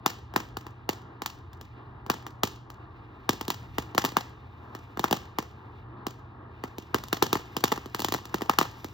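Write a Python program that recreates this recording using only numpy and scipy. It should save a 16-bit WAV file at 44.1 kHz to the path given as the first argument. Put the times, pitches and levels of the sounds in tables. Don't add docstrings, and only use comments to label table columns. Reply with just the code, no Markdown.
import sys
import numpy as np
from scipy import signal
from scipy.fft import rfft, irfft, next_fast_len
from scipy.io import wavfile
from scipy.ndimage import uniform_filter1d

SR = 44100
rng = np.random.default_rng(int(sys.argv[2]) if len(sys.argv) > 2 else 0)


def to_wav(s):
    ch = np.atleast_2d(s).T
    pcm = np.round(np.clip(ch, -1, 1) * 32767)
    wavfile.write(sys.argv[1], SR, pcm.astype(np.int16))


N = 393813

# (frequency [Hz], relative level [dB per Hz])
WASH_COLOUR = [(20, -44), (150, -3.5), (330, 3.5), (450, -2.5), (580, -6.5), (830, -0.5), (1200, -2),
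               (1550, -7.5), (2150, -20.5), (3000, -27.5), (6000, -60)]
# (frequency [Hz], relative level [dB per Hz])
RUMBLE_COLOUR = [(10, -65.5), (22, -29.5), (35, -20.5), (55, -2), (72, 0), (88, 3.5), (110, 1.5),
                 (130, -5.5), (155, -10), (220, -19.5), (260, -19), (400, -30), (900, -63.5)]
# (time of peak [s], half length [s], rise [dB])
RUMBLE_SWELL = (3.74, 0.12, 8.7)
RUMBLE_DB, RUMBLE_WANDER_DB = -50.5, 1.1
HUM_HZ, HUM_DB = 120.5, -52.5

# (delay [s], level [dB], smear [s])
SLAPS = [(0.016, -22, 0.0034), (.038, -25.5, 0.0044), (0.0411, -22.5, 0.002), (.126, -41, .004)]
# (frequency [Hz], gain [dB])
SCATTER_COLOUR = [(100, 8), (300, -1.5), (1000, 2), (3000, 5), (7000, 8.5), (10000, -2.5), (14000, 4)]
# (frequency [Hz], time [s])
STREET_DECAY = [(150, 0.53), (1000, 0.31), (3000, 0.49), (6500, 0.35), (14000, 0.28)]

# (time [s], level of its hiss before flutter and surge [dB])
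BURN_CURVE = [(0, -68.5), (1.1, -67), (1.9, -67), (2.6, -74), (2.9, -66), (3.65, -62), (4.4, -64.5),
              (4.8, -62), (5.8, -65), (6.0, -69.5), (6.45, -67.5), (6.7, -62.5), (8.93, -59.5)]
# (frequency [Hz], relative level [dB per Hz])
HISS_COLOUR = [(1200, -12), (2200, 1.5), (2700, 5), (3100, -8.5), (3700, -2.5), (4400, -10.5), (5200, -19),
               (6500, -35), (9000, -38)]
# (frequency [Hz], relative level [dB per Hz])
FIZZ_COLOUR = [(3000, -15.5), (5000, 6), (7500, -2), (10000, -12), (13000, 1), (16000, -5)]
FULL_BURN_DB, FIZZ_DB, FIZZ_GROWTH = -62, -74, 3.9

# (time [s], level [dB], weight: + a deep boom, - a thin crack [dB],
# knock: fullness near 1 kHz [dB], height above the road [m])
STAR_BURSTS = [(0.0607, -11.5, -5, -0.5, 0.6), (0.3378, -34.0, 6.5, 2.5, 0.96),
               (0.361, -13, 0.5, 2.5, 0.57), (0.569, -25, 0, 0, 0.523), (0.666, -35.5, 1, 3.5, 0.49),
               (0.8907, -15.5, -0.5, 0.5, 0.29), (1.219, -24.5, -2, 1.5, 0.58), (1.26, -23, -14, 0.5, 0.55),
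               (1.5311, -47.5, -14, 1, 0.424), (1.611, -33.5, -0.5, -5.5, 1.1),
               (2.063, -35.5, 4.5, 2, 0.71), (2.0991, -12.5, -0.5, 1, 0.58), (2.2656, -31, -1.5, 2.5, 0.64),
               (2.4331, -9.5, -0.5, -4, 1.1), (2.7013, -38, -5.5, 1, 0.49), (3.2914, -9.5, 0, -2.5, 0.6),
               (3.4105, -22.0, 0, -1.5, 0.68), (3.48, -18.5, 2.5, -8, 0.88), (3.5024, -17.5, -7, -1, 0.56),
               (3.7828, -17.5, 1.5, 1.5, 0.42), (3.9479, -24, 6, -2, 0.72), (3.9786, -10.5, -3, 2.5, 1.15),
               (4.0404, -20, 6, 1, 0.77), (4.0491, -16, -7, 1, 0.28), (4.0596, -24, -5, -3.5, 0.45),
               (4.119, -32.5, 6.5, -2, 1.1), (4.1678, -13.5, -1.5, 4, 0.57), (4.7495, -30.5, 1.5, 1, 0.48),
               (4.9722, -30, 6.5, 6, 0.49), (4.9934, -18, 2, -3, 0.8), (5.0408, -16, 1, 4.5, 0.58),
               (5.1101, -15, 3.5, -4.5, 0.8), (5.1267, -11.5, 0.5, 0, 0.85), (5.3852, -17.5, 1.5, 1, 0.67),
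               (6.0664, -20, 3.5, -3, 0.738), (6.6377, -26.5, 5, 4, 0.3), (6.7827, -26, 3.5, -6.5, 0.29),
               (6.944, -13.0, 2.5, 1, 0.55), (7.037, -29, -4.5, -3.5, 0.48), (7.0831, -35, -8, -9, 0.67),
               (7.1281, -13, -1.5, -0.5, 0.39), (7.223, -18.0, 9.5, 7.5, 0.57),
               (7.2248, -8.5, -2, -6.5, 0.93), (7.3289, -11, -1, -2, 0.576), (7.3538, -20.5, 5.5, 4, 0.72),
               (7.566, -16, 0.5, -4.5, 0.84), (7.639, -9.0, -3, -1, 0.341), (7.7184, -17.0, 0, 1, 0.36),
               (7.7225, -17.5, 1.5, 3.5, 0.68), (7.7761, -29.5, 6, 4, 0.49), (7.858, -31.5, 5, -2, 0.45),
               (7.9463, -20, -3.5, 0, 0.55), (7.9934, -22.5, -0.5, -2.5, 0.32), (8.0018, -20.5, -4, -8, 1),
               (8.019, -21, -3.5, -6, 0.81), (8.0454, -14, -3, -3.5, 0.89), (8.0845, -21.5, -1, -3, 0.34),
               (8.1221, -16.5, -2, -4, 0.3), (8.1393, -19, -6, -3, 0.34), (8.145, -21.5, 6, 3.5, 1.15),
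               (8.2538, -31, -4.5, -4.5, 0.555), (8.3422, -17, 3, 0.5, 0.596), (8.4084, -33, 4, 6, 0.696),
               (8.4186, -22.0, 4, 1.5, 0.31), (8.4953, -14, -0.5, 5.5, 0.62), (8.5864, -9, -6, 0, 0.55),
               (8.612, -18, 3, 7.5, 0.54), (8.8438, -25.5, 5, -2, 1)]
# (frequency [Hz], gain [dB])
BLAST_COLOUR = [(40, -4.5), (100, 23.5), (200, 30), (340, 35), (640, 28), (800, 34), (1250, 29.5),
                (1600, 24), (2200, 19.5), (2750, 22.5), (3300, 18), (6500, 12.5), (10000, 6.5),
                (14000, 10.5)]
# (frequency [Hz], gain [dB per dB of weight])
WEIGHT_TILT = [(380, 0.95), (800, -0.12), (1600, -0.16), (3500, -0.45)]
# (frequency [Hz], gain [dB per dB of knock])
KNOCK_HUMP = [(380, 0.06), (800, 1.02), (1250, 1), (2000, 0.99), (3200, 0)]
MIC_HEIGHT_M, DISTANCE_M, SOUND_M_PER_S = 1.4, 6, 343

# (frequency [Hz], delay [ms])
PORT_DELAY = [(60, 8.5), (140, 7.5), (210, 6.5), (310, 3), (450, 2.3), (800, 0.04), (1300, 0.4),
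              (1530, 0.86), (1800, 0.5)]
# (frequency [Hz], left minus right [dB], phase by which left leads [radians])
PORT_BALANCE = [(150, -.3, 0), (300, -1, -.2), (370, -5, -.1), (470, -6, .8), (510, 0, 1.9),
                (570, 4.5, 1.9), (690, 3, 1.1), (730, 8, 1.9), (790, 12, .8), (900, 7, .65), (1130, 0, .35),
                (1250, -4.5, .9), (1370, -4, 1.7), (1460, 2, 2.4), (1600, 6, 5.3), (1850, 1, 5.7),
                (2000, -5, 4.6), (2170, 2.5, 4.1), (2350, -1.5, 4), (2560, 0, 3.14), (2800, 0, 1.95),
                (3550, 0, .25), (4600, 0, -.15), (6200, 0, -.9), (9900, 0, -3.15), (12000, 0, -4.55),
                (15000, 0, -6.5)]
EDGE_HZ = 16200


def gain_of(db):
    return 10 ** (np.asarray(db) / 20)


def evened(x):
    return x / np.sqrt(np.mean(x ** 2) + 1e-20)


def read(points, hz):
    f, value = np.transpose(points)
    return np.interp(np.log(hz + 1), np.log(f + 1), value)


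def follow(rows):
    s, *columns = np.transpose(rows)
    return [np.interp(np.arange(N) / SR, s, c) for c in columns]


def add(mix, s, sound):
    start = max(round(s * SR), 0)
    part = mix[..., start:][..., :sound.shape[-1]]
    part += sound[..., :part.shape[-1]]


def causal(db):
    mirrored_db = np.concatenate([db, db[-2:0:-1]])
    log_gain = np.log(gain_of(mirrored_db))
    return np.exp(signal.hilbert(log_gain).conj())[:len(db)]


def noise(points):
    hz = np.fft.rfftfreq(N, 1 / SR)
    white = rfft(rng.standard_normal(N))
    return evened(irfft(white * gain_of(read(points, hz)), N))


def drift(rate_hz):
    hz = np.fft.rfftfreq(N, 1 / SR)
    white = rfft(rng.standard_normal(N))
    return evened(irfft(white * np.exp(-(hz / rate_hz) ** 2), N))


def spray(decay_s, size, lumps_db=3):
    lumps = evened(uniform_filter1d(rng.standard_normal(size), size=100))
    fade = np.exp(-np.arange(size) / SR / decay_s)
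    burst = rng.standard_normal((2, size)) * gain_of(lumps_db * lumps) * fade
    return burst / np.linalg.norm(burst, axis=1, keepdims=True)


def wash(level_db=-51, wander_db=1.63, wander_hz=7.3):
    return noise(WASH_COLOUR) * gain_of(level_db + wander_db * drift(wander_hz))


def rumble(wander_hz=3):
    t = np.arange(N) / SR
    peak_s, half_s, rise_db = RUMBLE_SWELL
    swell_db = rise_db * np.exp(-((t - peak_s) / half_s) ** 2)
    level_db = RUMBLE_DB + RUMBLE_WANDER_DB * drift(wander_hz) + swell_db
    return noise(RUMBLE_COLOUR) * gain_of(level_db)


def hum(waver_db=2, waver_turns=0.16):
    turns = HUM_HZ * np.arange(N) / SR + waver_turns * drift(2.0)
    tone = np.sqrt(2) * np.sin(2 * np.pi * turns)
    return tone * gain_of(HUM_DB + waver_db * drift(1.8))


def background():
    return wash() + rumble() + hum()


def street(size, near_db=-13, near_s=0.0064, far_db=-19.0):
    hz, t, z = signal.stft(rng.standard_normal((2, size)), SR, nperseg=256)
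    fade_db = -60 * t / read(STREET_DECAY, hz)[:, None]
    far = signal.istft(z * gain_of(fade_db), SR, nperseg=256)[1]
    response = np.zeros((2, size))
    add(response, .006, gain_of(far_db) * far / np.linalg.norm(far[0]))
    add(response, .0025, gain_of(near_db) * spray(near_s, size=4096))
    for delay_s, db, smear_s in SLAPS:
        add(response, delay_s, gain_of(db) * spray(smear_s, size=1024))
    colour_db = read(SCATTER_COLOUR, np.fft.rfftfreq(size, 1 / SR))
    return rfft(response) * gain_of(colour_db)


def jet(flutter_db=1.5, sputter_db=2, flutter_hz=25, surge_db=1.5, surge_hz=5):
    hiss_db, = follow(BURN_CURVE)
    fizz_db = FIZZ_DB + FIZZ_GROWTH * (hiss_db - FULL_BURN_DB)
    flutter = drift(flutter_hz)
    surge = gain_of(surge_db * drift(surge_hz))
    hiss = noise(HISS_COLOUR) * gain_of(hiss_db + flutter_db * flutter)
    fizz = noise(FIZZ_COLOUR) * gain_of(fizz_db + sputter_db * flutter)
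    return surge * (hiss + fizz)


def sparks(size, count=8, spark_db=-29, life_s=0.14, fade_db_per_s=110):
    cracks = np.zeros(size)
    for delay_s in rng.uniform(.008, life_s, count):
        level_db = spark_db - fade_db_per_s * delay_s
        add(cracks, delay_s, gain_of(level_db) * spray(0.00079, size=256)[0])
    return rfft(cracks)


def shock(bounce_s, size, first=0.3, shatter=1.5, shatter_hz=2100):
    hz = np.fft.rfftfreq(size, 1 / SR)
    burst = rng.standard_normal(120) * signal.windows.tukey(120, .7)
    treble_only = hz ** 2 / (hz ** 2 + shatter_hz ** 2)
    crackle = rfft(burst / np.linalg.norm(burst), size) * treble_only
    bounce = np.exp(-2j * np.pi * hz * bounce_s)
    paths = first + bounce + shatter * crackle
    return paths / np.sqrt(uniform_filter1d(abs(paths) ** 2, size=1201))


def stars(size=20480):
    hz = np.fft.rfftfreq(size, 1 / SR)
    blast_db, tilt, hump = read(BLAST_COLOUR, hz), read(WEIGHT_TILT, hz), read(KNOCK_HUMP, hz)
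    run_up = 256
    out = np.zeros((2, N))
    for s, level_db, weight_db, knock_db, height_m in STAR_BURSTS:
        extra_path_m = 2 * height_m * MIC_HEIGHT_M / DISTANCE_M
        paths = street(size)
        paths[0] += shock(extra_path_m / SOUND_M_PER_S, size) + sparks(size)
        colour_db = level_db + blast_db + weight_db * tilt + knock_db * hump
        pop = irfft(paths * causal(colour_db))
        add(out, s - run_up / SR, np.roll(pop, run_up, axis=1))
    return out


def ports(x):
    size = next_fast_len(N + SR)
    hz = np.fft.rfftfreq(size, 1 / SR)
    late_turns = np.cumsum(read(PORT_DELAY, hz)) * hz[1] / 1000
    late = np.exp(-2j * np.pi * late_turns)
    port_hz, balance_db, lead = np.transpose(PORT_BALANCE)
    left_gain = gain_of(np.interp(hz, port_hz, balance_db) / 2)
    left = left_gain * np.exp(.5j * np.interp(hz, port_hz, lead))
    pair = np.array([left, 1 / left])
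    pair /= np.sqrt(np.mean(abs(pair) ** 2, axis=0))
    return irfft(rfft(x, size) * late * pair, size)[:, :N]


def scene(side_echo_db=-12, side_air_db=-19):
    pops, side_echoes = stars()
    ahead = pops + jet() + background()
    sides = gain_of(side_echo_db) * side_echoes + gain_of(side_air_db) * background()
    return ports(ahead) + ports(sides) * np.array([[1], [-1]])


def record(dry):
    rounded = dry / (1 + (dry / .92) ** 6) ** (1 / 6)
    low_pass = signal.firwin(255, EDGE_HZ, window=("kaiser", 9), fs=SR)
    return signal.oaconvolve(rounded, low_pass[None], "same")


dry = scene()
out = record(dry)
to_wav(out)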